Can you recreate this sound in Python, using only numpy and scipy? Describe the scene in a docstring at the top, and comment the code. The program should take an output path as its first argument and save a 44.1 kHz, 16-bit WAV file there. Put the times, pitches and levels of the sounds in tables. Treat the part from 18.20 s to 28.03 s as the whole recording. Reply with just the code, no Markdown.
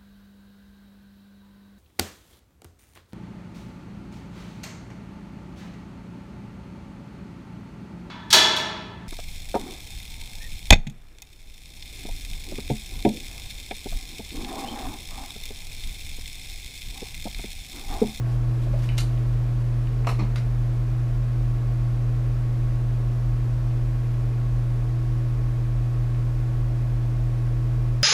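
"""Idling printer, handled by someone

A printer idles in a small workroom: its supply hums and its fans whirr, all built from wandering sine partials.
Rotor vibration throbs in the bench; filtered noise gives rumble, rush, case resonances and a faint high hiss.
Early on come taps, brushes, a sharp click, a knock that rattles and a panel settling; one faint tick comes late.
Blows are noise cracks with ringing modes, thuds are decaying low sines and brushes are bursts of grainy noise."""
import sys
import numpy as np
from scipy import signal
from scipy.fft import rfft, irfft, next_fast_len
from scipy.io import wavfile

SR = 44100
rng = np.random.default_rng(int(sys.argv[2]) if len(sys.argv) > 2 else 0)


def transcribe(signal):
    """Save signal, clipped to [-1, 1], as a 16-bit WAV file at the path in sys.argv[1]."""
    frames = np.atleast_2d(signal).T
    limited = np.clip(frames, -1, 1)
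    pcm = np.round(limited * 32767).astype(np.int16)
    wavfile.write(sys.argv[1], SR, pcm)


N = 433503
TIME = np.arange(N) / SR


def from_db(db):
    """Decibels to gain."""
    return 10 ** (np.asarray(db) / 20)


def rms_one(x):
    """Scale to unit rms."""
    return x / np.sqrt(np.mean(x ** 2) + 1e-30)


def shaped_noise(gain_at):
    """Noise whose density per root Hz is gain_at(frequency)."""
    size = next_fast_len(N, real=True)
    hz = np.maximum(np.fft.rfftfreq(size, 1 / SR), 1e-3)
    spectrum = rfft(rng.standard_normal(size)) * gain_at(hz)
    return irfft(spectrum, size)[:N] * np.sqrt(SR / 2)


def coloured(spectrum):
    """Noise that follows (Hz, dB per Hz) points and falls away beyond both ends."""
    points, db = np.transpose(spectrum)

    def gain_at(hz):
        skirts = np.minimum(1, np.minimum(hz / points[0], points[-1] / hz)) ** 4
        return from_db(np.interp(np.log(hz), np.log(points), db)) * skirts

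    return shaped_noise(gain_at)


def drift(rate_hz):
    """Random movement of unit rms, mostly slower than rate_hz."""
    return rms_one(shaped_noise(lambda hz: 1 / (1 + (hz / rate_hz) ** 2)))


def tones(rate_hz, orders, wander, flutter_db):
    """Partials locked to one slightly wandering rate, each fluttering by itself."""
    turns = np.cumsum(rate_hz * (1 + wander * drift(0.95))) / SR
    out = np.zeros(N)
    for order, db in orders:
        phase = 2 * np.pi * (round(order) * turns + rng.random())
        level = np.sqrt(2) * from_db(db + flutter_db * drift(1.6))
        out += level * np.sin(phase)
    return out


def hum():
    """The supply hums at even multiples of the mains rate, strongest at twice that rate."""
    # supply partials: multiple of the mains rate, rms level before flutter/dB
    partials = [(2, -23.3), (4, -52.3), (10, -64.6), (22, -75.5), (24, -78.5), (26, -79.5), (28, -68.5)]
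    return tones(59.978, partials, wander=.00008, flutter_db=.22)


def large_fan():
    """Seven blades and a four-pole motor give tones locked to the rotation, under a slow swell."""
    # blade and motor tones: multiple of the rotation rate, rms level before flutter and swell/dB
    partials = [(7, -47.5), (14, -64), (20, -67), (21, -79.5), (24, -59.5), (28, -70), (40, -79.5),
                (42, -76)]
    # slow swell of the tones: t/s, added level/dB
    swell = [(0, 1.5), (1.4, -1), (9.8, 2)]
    swell_gain = from_db(np.interp(TIME, *np.transpose(swell)))
    return swell_gain * tones(46.012, partials, wander=0.000287, flutter_db=1.0)


def small_fan():
    """A second fan turns a little slower, its tones fluttering more strongly."""
    # fan tones: multiple of the rotation rate, rms level before flutter/dB
    partials = [(1, -40.5), (16, -63), (20, -79), (36, -86)]
    return tones(44.02, partials, wander=0.00056, flutter_db=3.0)


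def throb():
    """Rotor vibration carried by the bench, as low tones that wander separately."""
    # bench tones: f/Hz, rms level before flutter/dB
    vibrations = [(40.72, -29.6), (115.15, -53), (117.5, -55)]
    return sum(tones(hz, [(1, db)], wander=.0006, flutter_db=.3) for hz, db in vibrations)


def with_echo(events, change_db):
    """Follow each contact with its return from the far wall, at another strength."""
    lag_s = 0.023
    s, db, ring_db, soft_hz = np.transpose(events)
    echoes = np.column_stack([s + lag_s, db + change_db, ring_db + change_db, soft_hz])
    return np.vstack([events, echoes])


def blows(events, colour, modes, crack_t60, room_db, room_t60, scatter):
    """Each contact cracks with a diffuse tail and tops up the energy ringing in the part's modes."""
    out, grain = np.zeros(N), rms_one(coloured(colour))
    hz, mode_db, t60 = np.transpose(modes)[:, :, None]
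    # work only on the half second after each contact
    live = np.any([(TIME >= s) & (TIME < s + .5) for s, *_ in events], axis=0)
    t, energy = TIME[live], 0
    for s, db, ring_db, soft_hz in events:
        age = np.maximum(t - s, 0)
        # reflections take a few milliseconds to build up
        build = np.sqrt(1 - np.exp(-age / 0.0035))
        direct = from_db(db - 60 * age / crack_t60)
        tail = build * from_db(db + room_db - 60 * age / room_t60)
        fade = (age > 0) * np.hypot(direct, tail)
        crack = fade * np.roll(grain, rng.integers(N))[live]
        # a softer contact is duller and slower to take hold
        dulling = signal.butter(2, min(soft_hz, SR / 2 - 1), fs=SR, output="sos")
        out[live] += signal.sosfilt(dulling, crack)
        push = (1 - np.exp(-age * soft_hz)) / np.hypot(1, (hz / soft_hz) ** 2)
        strike_db = ring_db + mode_db + rng.normal(0, 1.5, hz.shape)
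        energy = energy + (push * from_db(strike_db - 60 * age / t60)) ** 2
    # reflections arrive in every phase, so each ring shimmers as it dies
    slow = signal.butter(2, 60, fs=SR, output="sos")
    shimmer = rms_one(signal.sosfilt(slow, rng.standard_normal((2, len(hz), len(t)))))
    carriers = np.exp(2j * np.pi * (hz * t + rng.random(hz.shape)))
    waves = (1 + scatter * (shimmer[0] + 1j * shimmer[1])) * carriers
    out[live] += np.sum(np.sqrt(energy) * np.imag(waves), axis=0)
    return out


def clicks():
    """A switch crackles over and latches after a faint soft onset, setting its modes ringing."""
    # onset and contacts: t/s, crack level/dB, ring level/dB, contact cut-off f/Hz
    contacts = [(0.7725, -40, -57, 6000), (0.776, -39, -57, 6000), (0.7797, -27, -41.5, 13000),
                (0.7822, -28, -46, 13000), (0.7848, -24.5, -45, 13000), (0.7872, -27, -53, 11000)]
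    # crack spectrum: f/Hz, relative density/dB per Hz
    colour = [(400, -11), (750, -1), (1000, -11), (1450, -1), (1800, -9), (2150, -6), (2900, -3.5),
              (3300, -5), (4000, -3), (5200, -7), (7600, -9.5), (9000, -9), (10200, -15), (11400, -9),
              (12300, -15), (15000, -21)]
    # what the switch rings with: f/Hz, relative level/dB, t60/s
    modes = [(1348, -6, .15), (2108, -6, .17), (2460, -3, .1), (2780, -4, .13), (3052, -7, .2),
             (3623, -4, .16), (3981, 2, .17), (4378, -2, .16), (4732, -5, .16), (5663, -7, .17),
             (6045, -7, .16), (6449, -9, .17), (6821, -8, .14), (7241, -10, .21), (8909, -8, .21),
             (9150, -11, .21), (9400, -11, .21), (11300, -11, .09)]
    return blows(with_echo(contacts, change_db=-9), colour, modes,
                 crack_t60=0.011, room_db=-14.5, room_t60=0.23, scatter=0.74)


def knocks():
    """A knock on the case and its bounces excite the case modes."""
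    # contacts: t/s, crack level/dB, ring level/dB, contact cut-off f/Hz
    contacts = [(1.847, -37, -63, 5960), (1.8698, -28, -37, 11000), (1.8724, -25, -32.5, 5000),
                (1.8895, -28, -43, 6000), (1.8935, -26.5, -39, 3000)]
    # crack spectrum: f/Hz, relative density/dB per Hz
    colour = [(300, -14), (450, 3), (570, -1), (700, 0), (930, -7), (1200, 0), (1520, -12.5), (2100, -7),
              (2750, -4.5), (3300, -18), (5400, -21), (7000, -22.5), (10500, -31), (15000, -34)]
    # what the case rings with: f/Hz, relative level/dB, t60/s
    modes = [(323, -7, .22), (463, 1, .1), (570, -4, .06), (685, 0, .09), (790, 0, .07), (955, -3, .12),
             (1020, -1, .06), (1130, 0, .06), (1270, 1, .08), (1900, -11, .1), (2056, -9, .12),
             (2239, -9, .14), (2640, -13, .14), (2907, -14, .15)]
    return blows(with_echo(contacts, change_db=-8.5), colour, modes,
                 crack_t60=0.018, room_db=-12, room_t60=0.24, scatter=0.49)


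def rattles():
    """A loose metal fitting rattles brightly with the knock."""
    # contacts: t/s, crack level/dB, ring level/dB, contact cut-off f/Hz
    contacts = [(1.8712, -37, -45, 14000), (1.8908, -34.5, -49, 14000), (1.9135, -46, -57, 14000)]
    # crack spectrum: f/Hz, relative density/dB per Hz
    colour = [(3400, -5), (4150, 5), (4900, -7), (5450, -2), (6600, -6), (9900, -9), (15000, -21)]
    # what the fitting rings with: f/Hz, relative level/dB, t60/s
    modes = [(4134, -4, .22), (4420, -8, .2), (5350, 1, .11), (5560, -4, .1), (5800, -9, .17),
             (7280, -12, .2), (8161, -6, .13), (9950, -14, .17), (11150, -13, .15), (12730, -8, .17),
             (13750, -15, .13)]
    return blows(contacts, colour, modes, crack_t60=0.012, room_db=-11.0, room_t60=0.3, scatter=0.57)


def settles():
    """A panel drops back into its seat in a run of duller contacts."""
    # contacts: t/s, crack level/dB, ring level/dB, contact cut-off f/Hz
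    contacts = [(1.9872, -35, -58, 2200), (1.9925, -34, -45.5, 7000), (1.9972, -30.5, -47, 4500),
                (2.0022, -35, -55, 4500), (2.019, -38, -56, 1500)]
    # crack spectrum: f/Hz, relative density/dB per Hz
    colour = [(200, -2), (310, 12), (450, -7), (600, -3), (900, 0), (1250, -1), (1520, -19), (2250, -6),
              (2850, -13), (3500, -18), (4300, -11), (5000, -19), (5800, -17), (8000, -24), (15000, -34)]
    # what the panel rings with: f/Hz, relative level/dB, t60/s
    modes = [(305, 1, .2), (620, -3, .12), (900, -1, .12), (1000, -2, .11), (1130, -3, .1), (1254, -4, .13),
             (2073, -4, .18), (2229, -3, .21), (2449, -5, .16), (3951, -15, .25), (4317, -7, .21),
             (5319, -15, .19), (5841, -13, .18)]
    return blows(with_echo(contacts, change_db=-10), colour, modes,
                 crack_t60=0.021, room_db=-6.5, room_t60=0.29, scatter=0.7)


def releases():
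    """A catch springs back with a quick double tick and a fainter one after it."""
    # contacts: t/s, crack level/dB, ring level/dB, contact cut-off f/Hz
    contacts = [(2.1594, -27.5, -51, 12000), (2.1618, -32, -53, 12000), (2.1716, -43, -61, 8000)]
    # crack spectrum: f/Hz, relative density/dB per Hz
    colour = [(450, 4), (1100, -2), (1400, 5), (1700, -3), (2050, 1), (2500, -3), (3300, -9), (3950, -2),
              (4300, -11), (4750, -6), (7300, -15), (8000, -21), (8800, -16), (15000, -27)]
    # what the catch rings with: f/Hz, relative level/dB, t60/s
    modes = [(1420, 2, .1), (2030, 0, .15), (2450, -5, .12), (3903, -1, .07), (4640, -12, .15),
             (5577, -15, .15), (8705, -16, .15)]
    return blows(with_echo(contacts, change_db=-9), colour, modes,
                 crack_t60=0.0085, room_db=-12.5, room_t60=0.21, scatter=.4)


def taps():
    """Soft contacts pass little treble and leave a short hollow ring."""
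    # contacts: t/s, crack level/dB, ring level/dB, contact cut-off f/Hz
    contacts = [(0.46, -38, -34, 1100), (0.467, -37, -34, 1000), (0.5335, -40, -35.5, 1000),
                (0.5405, -34, -30, 1000), (0.561, -42, -37, 1000)]
    # crack spectrum: f/Hz, relative density/dB per Hz
    colour = [(300, -20), (480, -12), (570, -4), (720, -6), (850, -22), (2500, -16)]
    # the hollow ring: f/Hz, relative level/dB, t60/s
    modes = [(558, -1, .06), (595, 0, .065), (650, -8, .17), (695, -4, .05)]
    return blows(with_echo(contacts, change_db=-12), colour, modes,
                 crack_t60=0.04, room_db=-10, room_t60=.22, scatter=0.18)


def ticks():
    """A loose part gives small ticks, each with a thin ring."""
    # contacts: t/s, crack level/dB, ring level/dB, contact cut-off f/Hz
    contacts = [(0.6895, -33.5, -45, 9000), (0.6958, -39, -48, 9000), (0.977, -44, -66, 4000),
                (1.672, -42.5, -63, 4000), (7.947, -45, -68, 5000)]
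    # crack spectrum: f/Hz, relative density/dB per Hz
    colour = [(900, -12), (1950, 3.5), (2400, 9), (3000, 5), (3350, -9), (3800, 2), (4500, -5), (7000, -25),
              (14000, -30)]
    # what the loose part rings with: f/Hz, relative level/dB, t60/s
    modes = [(1534, -10, .24), (1930, -7, .17), (2261, -10, .2), (2975, 1.5, .17), (8802, -19, .25)]
    return blows(contacts, colour, modes, crack_t60=0.017, room_db=-14, room_t60=0.32, scatter=0.33)


def thuds():
    """Each push on the machine makes the bench boom: a low note that builds up, then dies away."""
    # pushes: t/s, level before build-up and decay/dB
    pushes = [(0.481, -31), (0.649, -33.5), (0.79, -37.5), (1.865, -31), (1.992, -22), (2.162, -31.5)]
    bench_hz, build_s, t60_s = 198, 0.021, 0.3
    out = np.zeros(N)
    for s, db in pushes:
        age = np.maximum(TIME - s, 0)
        swell = 1 - np.exp(-(age / build_s) ** 2)
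        note = np.sin(2 * np.pi * (bench_hz * age + rng.random()))
        out += swell * from_db(db - 60 * age / t60_s) * note
    return out


def brushes():
    """Light, grainy brushes that swell and fade, and one very short bright tick."""
    # brushes and the short tick: centre t/s, half length/s, rms level at the centre/dB
    bursts = [(0.11, 0.046, -56.5), (0.432, 0.013, -58), (0.593, .004, -52), (0.648, 0.019, -51),
              (0.69, 0.32, -56.5)]
    # noise spectrum: f/Hz, relative density/dB per Hz
    colour = [(900, 0), (2500, 1), (5000, -4), (8000, -10.5), (11500, -11.5), (15000, -18)]
    swell = sum(from_db(db) * np.exp(-.5 * ((TIME - s) / length) ** 2) for s, length, db in bursts)
    grainy = coloured(colour) * from_db(1.2 * drift(120))
    return swell * rms_one(grainy)


def resonant_air():
    """Resonant air noise in the case, plus a faint high hiss band near 13.9 kHz."""
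    # case resonances and, last, the hiss band: f/Hz, width/Hz, rms level/dB
    bands = [(199.6, 4.9, -59.5), (392.7, 3.8, -64.5), (442.5, 23, -56.5), (556.5, 16, -58),
             (1070, 39, -63.5), (2500, 53, -71), (13900, 250, -89)]
    out = np.zeros(N)
    for hz, width, db in bands:
        band = shaped_noise(lambda f: 1 / (1 + ((f - hz) / width) ** 2))
        out += from_db(db) * rms_one(band)
    return out


def moving_air():
    """Air rumbles in the case and room and rushes through the grille, both as steady noise."""
    # low rumble: f/Hz, density/dB per Hz
    rumble = [(12, -67), (23, -47), (32, -58.5), (41, -55), (49, -49.5), (58, -59.5), (67, -56), (74, -67),
              (105, -65), (122, -60), (135, -67.5), (150, -61.5), (175, -78), (240, -82.5), (500, -110)]
    # grille rush: f/Hz, density/dB per Hz
    rush = [(100, -84.5), (210, -71.5), (350, -71.5), (490, -76.5), (700, -76), (900, -82), (1350, -83),
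            (1650, -85.5), (2450, -89), (2900, -92.5), (5200, -96.5), (8000, -101.7), (12400, -104.6),
            (15000, -109)]
    return coloured(rumble) + coloured(rush)


def scene():
    """The steady machine and the handling of it, on one channel."""
    machine = hum() + large_fan() + small_fan() + throb()
    handling = clicks() + knocks() + rattles() + settles() + releases() + taps() + ticks()
    handling += thuds() + brushes()
    air = resonant_air() + moving_air()
    return (machine + handling + air)[None]


def record(dry):
    """The top is cut steeply by a low-pass filter."""
    # a mirrored lead-in lets the filter settle before the start
    lead = SR // 10
    padded = np.pad(dry, ((0, 0), (lead, 0)), mode="reflect", reflect_type="odd")
    top_cut = signal.ellip(10, .1, 90, 15050, fs=SR, output="sos")
    return signal.sosfilt(top_cut, padded)[:, lead:]


dry = scene()
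out = record(dry)
transcribe(out)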